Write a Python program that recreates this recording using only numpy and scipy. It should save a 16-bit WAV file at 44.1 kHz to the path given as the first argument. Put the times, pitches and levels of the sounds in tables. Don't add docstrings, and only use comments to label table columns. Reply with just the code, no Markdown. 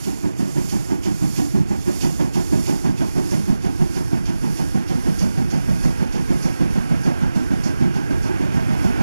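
import sys
import numpy as np
from scipy import signal
from scipy.fft import rfft, irfft, next_fast_len
from scipy.io import wavfile
from scipy.ndimage import uniform_filter1d

SR = 44100
rng = np.random.default_rng(int(sys.argv[2]) if len(sys.argv) > 2 else 0)


def linear_from_db(decibels):
    return 10 ** (np.asarray(decibels, float) / 20)


def log_audio(samples):
    frames = np.atleast_2d(samples).T
    limited = np.clip(frames, -1, 1)
    pcm = np.round(limited * 32767).astype(np.int16)
    wavfile.write(sys.argv[1], SR, pcm)


N = 397782

# [t/s, peak level/dB, body level re peak/dB]
SPURTS = [(0.0352, -36.5, -9), (0.3725, -53, -6), (0.69, -32.5, -13), (1.0313, -33.5, -7.5),
          (1.3588, -34, -7.5), (1.6793, -48, -13), (2.008, -28, -9), (2.3351, -37.5, -4.5),
          (2.6569, -33.5, -6.5), (2.971, -45.5, 3.5), (3.308, -35, -11), (3.6192, -40, -7.5),
          (3.9396, -37.5, -9), (4.253, -37.5, -5), (4.5697, -36, -10), (4.8773, -39, -5),
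          (5.1847, -30, -15), (5.5002, -34, -12), (5.825, -34, -14), (6.123, -36.5, -9),
          (6.4227, -31.5, -18), (6.7091, -53, -9), (7.0327, -36, -17), (7.349, -43, -15),
          (7.6344, -29.5, -28), (7.9418, -41, -7), (8.226, -36, -12), (8.5294, -50, 0), (8.8244, -40, -12)]
# [t/s, low hollow re boom/dB, hollow re roar/dB,
# rasp re roar/dB, thin edge of the hiss re leak/dB]
ASPECT = [
    (0, -14, -20, -7.5, -1),
    (2.3, -7.5, -10, -8, -1),
    (4, -9.5, -16, -7.5, -10),
    (4.7, -5.5, -4.5, -8, -31),
    (7, -7.5, -2, -5.5, -16),
    (9, -4.5, -26, -9, -11),
]


def evened(x):
    return x / np.sqrt(np.mean(x ** 2, -1, keepdims=True) + 1e-20)


def curve(points):
    f, db = np.transpose(points)
    return lambda hz: linear_from_db(np.interp(np.log(hz + 1), np.log(f + 1), db))


def modes(table):
    def colour(hz):
        peaks = [linear_from_db(db) / (1 + (2 * (hz - f) / width) ** 2) for f, width, db in table]
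        return np.sqrt(sum(peak ** 2 for peak in peaks))
    return colour


def noise(colour, *shape):
    size = next_fast_len(shape[-1])
    spectrum = rfft(rng.standard_normal(shape[:-1] + (size,)))
    spectrum = spectrum * colour(np.fft.rfftfreq(size, 1 / SR))
    return evened(irfft(spectrum, size)[..., :shape[-1]])


def flutter(depth_db, span_s):
    span = max(int(span_s * SR / 64), 1)
    steps = evened(uniform_filter1d(rng.standard_normal(N // 64 + 2), span))
    return linear_from_db(depth_db * np.interp(np.arange(N) / 64, np.arange(len(steps)), steps))


def along(table):
    s, *columns = np.transpose(table)
    return [np.interp(np.arange(N) / SR, s, c) for c in columns]


def burst(colour, rise_s, hold_s, t60):
    t = np.arange(round(.3 * SR)) / SR
    after = np.maximum(t - rise_s - hold_s[:, None], 0)
    rise = np.sin(np.pi / 2 * np.clip(t / rise_s, 0, 1)) ** 2
    shape = rise * linear_from_db(-60 * after / t60[:, None] - 144 * t)
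    puffs = noise(colour, len(shape), len(t)) * shape
    return puffs / np.sqrt(np.mean(puffs[:, 600:3200] ** 2, -1, keepdims=True))


def add(mix, s, sound):
    part = mix[max(round(s * SR), 0):][:len(sound)]
    part += sound[:len(part)]


def beats():
    # [first beat t/s, boom level of its four beats/dB (4 columns)]
    turns = [(0.063, -23, -20.5, -19.5, -18), (0.724, -19, -23.5, -19, -16.5),
             (1.38, -19.5, -15, -20, -20.5), (2.029, -17, -18.5, -17.5, -16.5),
             (2.68, -18.5, -17, -20.5, -17.5), (3.321, -17, -14.5, -19.5, -15),
             (3.961, -22, -17.5, -20, -21), (4.588, -20.5, -17.5, -20.5, -16.5),
             (5.211, -15, -18, -19, -17), (5.838, -14.5, -17, -18, -17), (6.447, -17.5, -15, -16.5, -15),
             (7.057, -16.5, -17.5, -16.5, -19), (7.653, -22, -15, -21.5, -23.5),
             (8.247, -25, -23.5, -18.5, -19.5), (8.842, -17.5, -18, -19, -19)]
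    rings = [(-21.5, -20, -20.5, -18.5), (-21, -18, -18, -19.5), (-17.5, -19, -23, -17),
             (-18, -17, -19.5, -16), (-16.5, -18, -20.5, -17), (-22, -21.5, -20.5, -21.5),
             (-23.5, -19.5, -24, -24.5), (-23, -24, -26.5, -21), (-26.5, -26, -27.5, -30.5),
             (-23, -23, -25, -20.5), (-24.5, -19.5, -28.5, -25.5), (-19.5, -25.5, -24.5, -21),
             (-28, -19, -27, -20.5), (-22.5, -19.5, -24, -26), (-22, -23, -21, -21)]
    # [share of the turn, jet level/dB]
    valves = [
        (0, .5),
        (.257, -0.5),
        (.503, 0),
        (0.751, -0.9),
    ]
    first, boom_db = np.array(turns)[:, 0], np.array(turns)[:, 1:]
    share, jet_db = np.transpose(valves)
    turn_s = np.diff(first, append=2 * first[-1] - first[-2])
    s = first[:, None] + share * turn_s[:, None]
    heard = s < N / SR
    return [c[heard] for c in (s, boom_db, np.array(rings), jet_db + 0 * s)]


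def chimney():
    # [f/Hz, width/Hz, level/dB]
    thump = [(45.7, 55, 8), (83, 51, 3.5)]
    # [f/Hz, width/Hz, level/dB]
    boom = [(152.8, 30.5, -3), (189.3, 27.5, -.5)]
    # [f/Hz, width/Hz, level/dB]
    upper = [(294.7, 50, 1), (355, 53, -1)]
    # [f/Hz, width/Hz, level/dB]
    roar = [(609, 120, -1.5), (711, 64, -1), (802, 110, -3.5), (926, 280, -4)]
    # [f/Hz, level per Hz/dB]
    rasp = [(300, -2.5), (1100, -1.5), (1500, 4), (2200, -0.5), (3500, -8), (7000, -10.5), (13000, -57)]
    # [t/s, roar level/dB, valve open/s]
    jet = [(0, -35.5, 0.2), (.6, -31, 0.068), (1.6, -31.5, 0.021), (2.2, -28, 0.072), (3.2, -28.5, 0.033),
           (3.8, -32, 0.022), (5, -32, 0.032), (5.9, -32, 0.05), (6.6, -31, 0.025), (7.6, -32, 0.078),
           (8.4, -32, .05), (8.85, -29.5, 0.044)]
    s, boom_db, ring_db, jet_db = beats()

    def at_beats(table):
        at, *columns = np.transpose(table)
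        return [np.interp(s, at, c) for c in columns]

    low_gap_db, gap_db, rasp_db, _ = at_beats(ASPECT)
    roar_db, open_s = at_beats(jet)
    roar_db = roar_db + jet_db + 0.21 * (ring_db - uniform_filter1d(ring_db, size=5))
    open_s = np.maximum(open_s + .004 * (-20.5 - boom_db), 0)
    knot = modes([(rng.uniform(577, 870, (len(s), 1)), 70, 0)])
    low_gap, gap = modes([(241, 34, 0)]), modes([(499, 184, 0)])
    layers = [  # colour, level/dB, t60/s of the decay after the valve shuts (added to the steady sag)
        (modes(thump), boom_db - 9, .7), (modes(boom), boom_db - .6, 1.1),
        (low_gap, boom_db + low_gap_db, 1.05), (modes(upper), ring_db - 2.5, 1.1),
        (gap, roar_db + gap_db, .9), (modes(roar), roar_db - 2.5, .9),
        (knot, roar_db - 6.0, .6), (curve(rasp), roar_db + rasp_db, .8)]
    out = np.zeros(N)
    for colour, db, t60 in layers:
        puffs = burst(colour, 0.04, 0.93 * open_s, t60 + 0 * s)
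        for at, level_db, puff in zip(s, db, puffs):
            add(out, at - .016, linear_from_db(level_db) * puff)
    return out * flutter(0.94, .012)


def leak():
    # [swell level/dB, shut level before the back stroke/dB, reopened level/dB]
    leaks = [(-47, -61, -50.5), (-46, -58.5, -50), (-45, -61, -52.5), (-44.5, -57, -47),
             (-45, -57.5, -49.5), (-45.5, -58, -52), (-48, -56, -52), (-46.5, -57, -49.5),
             (-47, -55.5, -51), (-47.5, -56.5, -51), (-47.5, -55, -51), (-51, -57.5, -51.5),
             (-51, -58, -53.5), (-51.5, -56, -52), (-49.5, -57, -54)]
    s = np.transpose(SPURTS)[0]
    front, back = s[::2], np.append(s[1::2], s[-1] + 0.26)
    swell_db, shut_db, open_db = np.transpose(leaks)
    waning_db = (swell_db + shut_db) / 2
    stages = [
        (front, swell_db, (-0.082, -3, -.3)),
        (front, swell_db, (0.022, 0, -0.72)),
        (front, swell_db, (0.094, -2.85, -0.6)),
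        (back, waning_db, (-0.092, -.5, 0.55)),
        (back, shut_db, (-0.025, 0, 0.24)),
        (back, open_db, (0.018, 0, 0.98)),
        (back, open_db, (0.06, -1.8, 0.23))]
    rows = np.array([[at + late_s, db + re_db, full_db + 0 * at]
                     for at, db, (late_s, re_db, full_db) in stages])
    return along(rows.transpose(2, 0, 1).reshape(-1, 3))


def cocks():
    # [f/Hz, level/dB]
    fizz = [(5000, -21), (7600, -4.5), (8500, -8.5), (10500, -3.5), (12500, -9.5), (13500, -17.5),
            (14200, -18), (15000, -30)]
    # [f/Hz, level/dB]
    lower_hiss = [(700, 1.5), (1500, -4.5), (3000, -7), (4500, -0.5), (5600, 2.5), (7000, -4),
                  (8500, -40.5), (14000, -50)]
    # [f/Hz, level/dB]
    edge_hiss = [(5500, -16), (6600, -1), (7400, -1), (8500, -14), (11500, -13), (13300, -11.5),
                 (14500, -30), (15200, -60)]
    # [f/Hz, level/dB]
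    spit = [(3000, -42), (4300, -1.5), (5000, 1.5), (6000, 2), (7200, -3.5), (8500, -32), (11000, -10.5),
            (14500, -47)]
    # [f/Hz, level/dB]
    body = [(1000, -21), (1900, -2), (2600, 7), (3400, 3.5), (5000, -7), (12000, -50)]
    leak_db, full_db = leak()
    hiss = noise(curve(fizz), N) + linear_from_db(full_db + 4.0) * noise(curve(lower_hiss), N)
    out = linear_from_db(leak_db + 7.0) * hiss
    edge_db = along(ASPECT)[-1]
    out += linear_from_db(leak_db + 8.5 + edge_db) * noise(curve(edge_hiss), N)
    s, peak_db, body_db = np.transpose(SPURTS)
    for table, level_db in (spit, peak_db - 6.0), (body, peak_db + body_db - 0.5):
        puffs = burst(curve(table), 0.0099, 0.045 + 0 * s, 0.35 + 0 * s)
        for at, db, puff in zip(s, level_db, puffs):
            add(out, at - .004, linear_from_db(db) * puff)
    return out * flutter(0.4, .015)


def wheels():
    # [t/s, ground level/dB, rumble level/dB, coach level/dB, rail song level/dB]
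    rolling = [
        (0, -35.5, -30.4, -40.5, -66),
        (2.2, -28.5, -26.5, -40, -55),
        (4.2, -28, -26, -38.5, -47.5),
        (6.8, -26.5, -26, -34, -41.5),
        (7.8, -28.5, -23, -34.5, -39.4),
        (9.02, -33, -20, -30, -37),
    ]
    # [f/Hz, level per Hz/dB]
    ground = [(15, -8), (30, -0.5), (50, 8.5), (65, 2.5), (90, 0), (150, -26), (400, -100)]
    # [f/Hz, level/dB]
    rumble = [(40, -15), (68, 1.5), (150, 0.6), (230, -12.5), (310, -2.5), (450, -15.5), (700, -36.5),
              (14000, -78)]
    # [f/Hz, level/dB]
    coaches = [(250, -5.5), (420, -3.5), (550, -7), (750, -3.5), (1200, -10.5), (2500, -12), (3600, -22.5),
               (13500, -52)]
    # [f/Hz, width/Hz, level/dB]
    rails = [(1369, 96, -6.5), (1454, 60, -6), (1552, 48, -3), (1646, 82, -6)]
    ground_db, rumble_db, coach_db, rail_db = along(rolling)
    low = linear_from_db(rumble_db) * noise(curve(rumble), N) + linear_from_db(ground_db) * noise(curve(ground), N)
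    coach = linear_from_db(coach_db) * noise(curve(coaches), N) * flutter(0.76, 0.088)
    turn = 2 * np.pi * np.cumsum(1575 * flutter(0.14, .2)) / SR
    a, b = noise(modes([(0, 53, 0)]), 2, N)
    strand = linear_from_db(-5) * (a * np.cos(turn) + b * np.sin(turn))
    song = (noise(modes(rails), N) + strand) * flutter(0.95, .08)
    return low + coach + linear_from_db(rail_db - 1.3) * song


def scene():
    return np.tile(chimney() + cocks() + wheels(), (2, 1))


def without_whines(x):
    # [f/Hz, width/Hz]
    whines = [(3935, 300), (7870, 190)]
    for hz, width in whines:
        x = .93 * signal.lfilter(*signal.iirnotch(hz, hz / width, SR), x) + .07 * x
    return x


def left_spectrum(left, hz):
    # [f/Hz, share copied faithfully from the right, level/dB]
    copied = [(600, .996, 0), (1500, .96, 0), (2500, .86, 0), (4500, .72, -1.5), (7000, .55, -1),
              (8500, .25, 1.5), (10500, .04, -1), (13000, .03, 2)]
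    at, share, left_db = np.transpose(copied)
    share, left_db = (np.interp(hz, at, c)[:, None] for c in (share, left_db))
    scrambled = 2.7 * np.exp(2j * np.pi * rng.random(left.shape))
    left = left * linear_from_db(left_db) * (np.sqrt(1 - share) * scrambled - np.sqrt(share))
    sound = signal.istft(left, nperseg=1024, noverlap=768)[1]
    return signal.stft(sound, nperseg=1024, noverlap=768)[2]


def without_faint(z, hz):
    # [f/Hz, left level per Hz/dB, right level per Hz/dB]
    gate = [(2000, -125, -125), (4000, -104, -101), (6000, -109, -103), (11500, -114, -102),
            (13000, -109, -99), (13700, -101, -95), (14200, -90, -87.5), (15000, -86, -90)]
    at, *floors = np.transpose(gate)
    floor_db = np.array([np.interp(hz, at, c) for c in floors])[..., None]

    def patch(x):
        return uniform_filter1d(uniform_filter1d(x, size=5, axis=1), size=5, axis=2)

    whim = uniform_filter1d(patch(rng.standard_normal(z.shape)), size=5, axis=2)
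    whim_db = np.array([[[42]], [[27]]]) * whim
    return z * (patch(abs(z) ** 2) > linear_from_db(2 * (floor_db + whim_db)))


def roll_off(x):
    return signal.sosfilt(signal.butter(12, 14840, fs=SR, output="sos"), x)


def record(dry):
    dry = without_whines(dry)
    dulled = linear_from_db(-3.4) * signal.lfilter(*signal.butter(1, 1300, fs=SR), dry[0])
    tracks = np.array([dulled, dry[1]])
    hz, _, z = signal.stft(tracks, SR, nperseg=1024, noverlap=768, scaling="psd")
    z[0] = left_spectrum(z[0], hz)
    z = without_faint(z, hz)
    mix = signal.istft(z, SR, nperseg=1024, noverlap=768, scaling="psd")[1][:, :N]
    return roll_off(mix)


dry = scene()
out = record(dry)
log_audio(out)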